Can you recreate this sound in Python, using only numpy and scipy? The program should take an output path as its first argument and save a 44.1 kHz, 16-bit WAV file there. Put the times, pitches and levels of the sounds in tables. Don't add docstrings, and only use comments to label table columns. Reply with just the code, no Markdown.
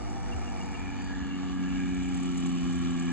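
import sys
import numpy as np
from scipy import signal
from scipy.fft import rfft, irfft, next_fast_len
from scipy.io import wavfile
from scipy.ndimage import map_coordinates

SR = 44100
rng = np.random.default_rng(int(sys.argv[2]) if len(sys.argv) > 2 else 0)


def to_wav(s):
    ch = np.atleast_2d(s).T
    pcm = np.round(np.clip(ch, -1, 1) * 32767)
    wavfile.write(sys.argv[1], SR, pcm.astype(np.int16))


N = 137592
GEAR = 2.58


def exhaust(turns):
    # t/s, level/dB
    swell = [(0, -15), (.45, -19.5), (.8, -12), (1.1, -6.5), (1.4, -4), (1.7, -0.5), (2.2, -0.45),
             (2.6, 1.5), (3.12, 1)]
    # multiple of the crank rate, level/dB at a swell of 0 dB, factor on the swell, flutter/dB
    partials = [(.5, -50.5, -.6, 3), (1, -41.5, -0.2, 1.5), (1.5, -62, 0, 2.5), (2, -33, 0.98, 0.6),
                (2.5, -58.5, -.15, 1), (3, -34, 0.89, 0.5), (4, -50.5, 3, 1.3), (5, -66.5, -0.45, 3),
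                (6, -63.5, 0, 2), (8, -67, 0, 2.5), (9, -65, 0.21, 2.5), (13, -63.5, 1, 1.5)]
    swell_db, mean_crank_hz = curve(swell), turns[-1] * SR / N
    out = 0
    for k, db, factor, flutter_db in partials:
        wander = .016 * flutter_db * wobble(14)
        gain = amp(db + factor * swell_db + flutter_db * wobble(13))
        out = out + gain * tone(k * turns + wander, k * mean_crank_hz)
    return out


def rasp(turns):
    # f/Hz, relative level/dB
    coming = [(25, -77), (48, -59), (100, -64.5), (130, -65.5), (170, -57), (290, -73.5), (340, -68),
              (430, -77.5), (720, -70), (900, -75.5), (1030, -79.5), (1150, -73.5), (1400, -80.5),
              (2300, -84.5), (2800, -85.5), (3150, -90.5), (4200, -93), (5700, -85.5), (7400, -97),
              (8600, -89), (9200, -102), (9700, -120)]
    abeam = [(25, -77.5), (48, -57.5), (100, -61), (130, -74), (160, -59), (290, -67.5), (340, -81),
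             (430, -77.5), (560, -77), (700, -76), (900, -76.5), (1020, -85), (1200, -82), (1750, -78),
             (2030, -86), (2400, -87), (3150, -85), (4000, -90), (5700, -93.5), (7100, -90), (7700, -102),
             (8700, -100), (9300, -120)]
    going = [(25, -79), (70, -55), (120, -63), (200, -62.5), (310, -65.5), (400, -80.5), (560, -78),
             (800, -77.5), (950, -86.5), (1140, -79), (1380, -77.5), (1510, -93.5), (1650, -79.5),
             (2000, -84), (2400, -79.5), (3100, -80.5), (3800, -86), (4700, -92), (5700, -86.5),
             (8200, -92), (8900, -98), (9600, -118)]
    alone_s = (0.28, 1.15, 2.2)
    buzz_share, crossover_hz = 0.12, 522
    gas = unit(pulsing(turns) * rng.standard_normal((2, N)))
    buzz_band = 2 * 31 * turns[-1] / N
    gas[0] += np.sqrt(buzz_share * buzz_band) * pipe_buzz(turns)
    gas = patchy(gas) * amp(wobble(23.8))
    upper = lambda hz: 1 / (1 + (crossover_hz / (hz + 1)) ** 8)
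    rumble = filtered(rng.standard_normal((2, N)), lambda hz: np.sqrt(1 - upper(hz)))
    source = rumble + filtered(gas, lambda hz: np.sqrt(upper(hz)))
    out = 0
    for weights, colour in zip(np.eye(3), (coming, abeam, going)):
        fade = curve(list(zip(alone_s, weights)))
        out = out + fade * coloured(source, colour)
    return amp(-2) * np.sqrt(SR / 2) * out


def pulsing(turns):
    depth, sharpness = .7, 3.2
    return unit(1 + depth * np.exp(sharpness * (np.cos(2 * np.pi * turns) - 1)))


def pipe_buzz(turns):
    out = 0
    for k in range(7, 38):
        gain = amp(4.5 * wobble(10))
        phase = k * turns + rng.random() + 0.046 * wobble(14)
        out = out + gain * np.cos(2 * np.pi * phase)
    return unit(out)


def formants(turns):
    # t/s, f/Hz, level/dB
    bark = [(0, 730, -47.5), (.16, 732, -50.5), (.34, 755, -45.5), (.5, 788, -50), (.68, 838, -46.5),
            (.85, 850, -53), (1.1, 890, -55), (1.55, 873, -65.5), (2.15, 780, -56), (2.6, 787, -67.5),
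            (3.1, 825, -54)]
    growl = [(.9, 1180, -69.5), (1.35, 1171, -53.5), (1.6, 1170, -53), (1.95, 1152, -66), (2.3, 1135, -55),
             (3.1, 1142, -51)]
    nasal = [(0, 1720, -61.5), (.6, 1745, -61.5), (1.15, 1703, -49), (1.5, 1684, -55.5), (1.8, 1660, -49.5),
             (2.2, 1653, -60.5), (2.75, 1660, -58), (3.08, 1676, -49)]
    edge = [(0, 2246, -61.5), (.5, 2325, -56.5), (.85, 2363, -50), (1.03, 2406, -52.5), (1.17, 2360, -67),
            (1.35, 2215, -57), (1.5, 2210, -68), (1.8, 2320, -50.5), (2.03, 2340, -54), (2.5, 2295, -69.5),
            (3.1, 2330, -50.5)]
    sizzle = [(1, 2790, -73), (1.33, 2760, -52), (1.52, 2780, -64), (1.72, 2706, -51), (1.95, 2905, -71),
              (2.5, 2985, -55.5), (3.1, 3050, -58)]
    return (ringing(turns, bark, width_hz=250, buzz=0.07)
            + ringing(turns, growl, width_hz=130, buzz=.15)
            + ringing(turns, nasal, width_hz=103, buzz=0.32)
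            + ringing(turns, edge, width_hz=223, buzz=0.11)
            + ringing(turns, sizzle, width_hz=190, buzz=0.08))


def ringing(turns, track, width_hz, buzz):
    s, hz, db = np.transpose(track)
    carrier = np.exp(2j * np.pi * np.cumsum(curve(np.c_[s, hz])) / SR)
    drive = (buzz * pipe_buzz(turns) + rng.standard_normal(N)) / carrier
    re, im = filtered(np.array([drive.real, drive.imag]), lambda f: 1 / (1 + 2j * f / width_hz) ** 2)
    band = unit(pulsing(turns) * np.real((re + 1j * im) * carrier))
    return filtered(amp(curve(np.c_[s, db])) * band, lead)


def propeller_swish(turns):
    # t/s, level/dB
    swish = [(0, -64), (.75, -61), (1.35, -70), (1.8, -62.5), (2.25, -52.5), (2.7, -55), (3.12, -58)]
    # f/Hz, relative level/dB
    colour = [(500, -28.5), (1500, -1.5), (2900, -17), (4000, -5.5), (5500, -13), (6800, 4), (8100, 3.5),
              (8900, -1), (9700, -19.5)]
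    sharpness, peak_turn = 1.1, -.07
    burst = np.exp(sharpness * np.cos(2 * np.pi * (turns / GEAR - peak_turn)))
    burst *= amp(3.6 * wobble(30.15))
    hiss = coloured(patchy(burst * rng.standard_normal((2, N))), colour)
    return amp(curve(swish)) * unit(hiss)


def blades(turns, db=-54.5, waver_db=6.5):
    passes = 2 * turns / GEAR
    return amp(db + waver_db * wobble(5.5)) * tone(passes, passes[-1] * SR / N)


def patchy(x, depth_db=1.1, patch_hz=260, patch_s=.16):
    hz, s, spectrum = signal.stft(x, SR, nperseg=512)
    knots = rng.standard_normal((300, 100))
    field = map_coordinates(knots, np.meshgrid(hz / patch_hz, s / patch_s, indexing="ij"), mode="wrap")
    return signal.istft(spectrum * amp(depth_db * field), SR, nperseg=512)[1][:, :N]


def machine(waver_db=1.5):
    # f/Hz, level/dB
    hum = [(120.1, -53.5), (240.2, -48.5), (360.3, -58), (480.3, -63), (720.6, -65), (960.8, -73.5)]
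    t = np.arange(N) / SR
    return sum(amp(db + waver_db * wobble(4.2)) * tone(hz * t + 0.013 * wobble(6.2), hz)
               for hz, db in hum)


def bird():
    # t/s, f/Hz, level/dB, half length/s
    pips = [(0.33, 2775, -45.5, 0.008), (0.48, 2780, -50, 0.013), (0.616, 2830, -48, 0.0076),
            (0.752, 2760, -47.5, 0.0071), (1.05, 4630, -60.5, 0.047)]
    t = np.arange(N) / SR
    return sum(amp(db) * gaussian(s, half) * tone(hz * t + 0.14 * wobble(140), hz)
               for s, hz, db, half in pips)


def wind():
    # t/s, level/dB, half length/s
    puffs = [(0, -43, 0.035), (0.463, -42.5, 0.025), (0.844, -44.5, 0.071), (1.048, -45, 0.086),
             (1.995, -43.5, 0.076), (2.854, -44, 0.076)]
    # f/Hz, relative level/dB
    colour = [(20, -21.5), (48, 0), (85, 0), (140, -9.5), (300, -26), (900, -69), (3000, -120)]
    envelope = sum(amp(db) * gaussian(s, half) for s, db, half in puffs)
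    return envelope * unit(coloured(rng.standard_normal((2, N)), colour))


def thumps():
    # t/s, peak level/dB, starting f/Hz, rise/s
    bumps = [(0.338, -32, 115, 0.016), (1.214, -34.5, 92, .009), (1.706, -37.5, 81, 0.018),
             (1.917, -32.5, 85, 0.0069), (2.63, -34.5, 80.5, 0.0096)]
    sag_s = 0.054
    out = 0
    for s, db, hz, rise in bumps:
        age = np.maximum(np.arange(N) / SR - s, 0)
        cycles = hz * sag_s * np.log1p(age / sag_s)
        envelope = amp(db) * age / rise * np.exp(1 - age / rise)
        out = out + envelope * np.sin(2 * np.pi * cycles)
    return out


def ports(pair, ripple_hz=521, depth=0.27):
    # f/Hz, coherence (0-1)
    coherence = [(40, 0.46), (170, 0.98), (330, 0.48), (440, .6), (600, 0.88), (1300, 0.47), (1480, 0.71),
                 (1650, 0.75), (2400, 0.95), (2650, 0.58), (3250, 1), (4200, 0.35), (5400, 1), (6600, 0.37),
                 (7350, 0.62), (8000, 0.75), (8400, 0.98)]

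    def response(hz):
        angle = np.arccos(np.clip(along(coherence, hz), 0, 1)) / 2
        comb = np.abs(1 - depth * np.exp(2j * np.pi * hz / ripple_hz))
        ripple = comb ** np.clip(hz / ripple_hz, 0, 1)
        return ripple * np.array([np.cos(angle), np.sin(angle)])

    direct, scattered = filtered(pair, response)
    return filtered(np.array([direct + scattered, direct - scattered]), lead)


def lead(hz):
    # f/Hz, phase/rad
    left_lead = [(90, -3.4), (180, -2.15), (265, -.95), (390, -.1), (570, 3.1), (780, 5.25), (1080, 6.9),
                 (1220, 6.54), (1430, 5.4), (1620, 6.6), (1900, 5.8), (2300, 6.6), (2550, 5.58),
                 (2750, 1.49), (3000, 0.3), (3200, -3), (3600, -5.4), (3800, -9.5), (4500, -12.5),
                 (4900, -15.6), (5450, -15.7), (6400, -14.9), (7000, -13), (7350, -12.6), (7850, -13.3),
                 (8300, -15.7)]
    phase = along(left_lead, hz)
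    return np.exp(.5j * np.array([phase, -phase]))


def tone(turns, hz):
    return np.sqrt(2) * np.real(lead(hz)[:, None] * np.exp(2j * np.pi * (turns + rng.random())))


def amp(db):
    return 10 ** (np.asarray(db) / 20)


def unit(x):
    return x / np.sqrt(np.mean(x ** 2) + 1e-20)


def along(points, hz):
    f, v = np.transpose(points)
    return np.interp(np.log(hz + 1), np.log(f + 1), v)


def curve(rows):
    return np.interp(np.arange(N) / SR, *np.transpose(rows))


def gaussian(centre_s, half_s):
    return np.exp(-.5 * ((np.arange(N) / SR - centre_s) / half_s) ** 2)


def wobble(rate):
    knots = rng.standard_normal(int(N * rate / SR) + 4)
    return map_coordinates(knots, [np.arange(N) * rate / SR], mode="nearest")


def filtered(x, response):
    m = next_fast_len(N + SR // 2)
    return irfft(rfft(x, m) * response(np.fft.rfftfreq(m, 1 / SR)), m)[..., :N]


def coloured(x, colour):
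    return filtered(x, lambda hz: amp(along(colour, hz)))


def scene():
    # t/s, f/Hz
    crank = [(0, 100.31), (.3, 97.33), (.85, 93.18), (1.15, 92.69), (1.55, 91.76), (2.1, 90.18),
             (2.5, 87.93), (2.8, 86.83), (3.12, 86.08)]
    turns = np.cumsum(curve(crank)) / SR
    bands = formants(turns)
    aircraft = exhaust(turns) + blades(turns) + bands + ports(rasp(turns) + propeller_swish(turns))
    return aircraft + machine() + bird() + wind() + thumps()


def record(dry, top_hz=9800):
    return filtered(dry, lambda hz: 1 / (1 + (hz / top_hz) ** 60))


dry = scene()
out = record(dry)
to_wav(out)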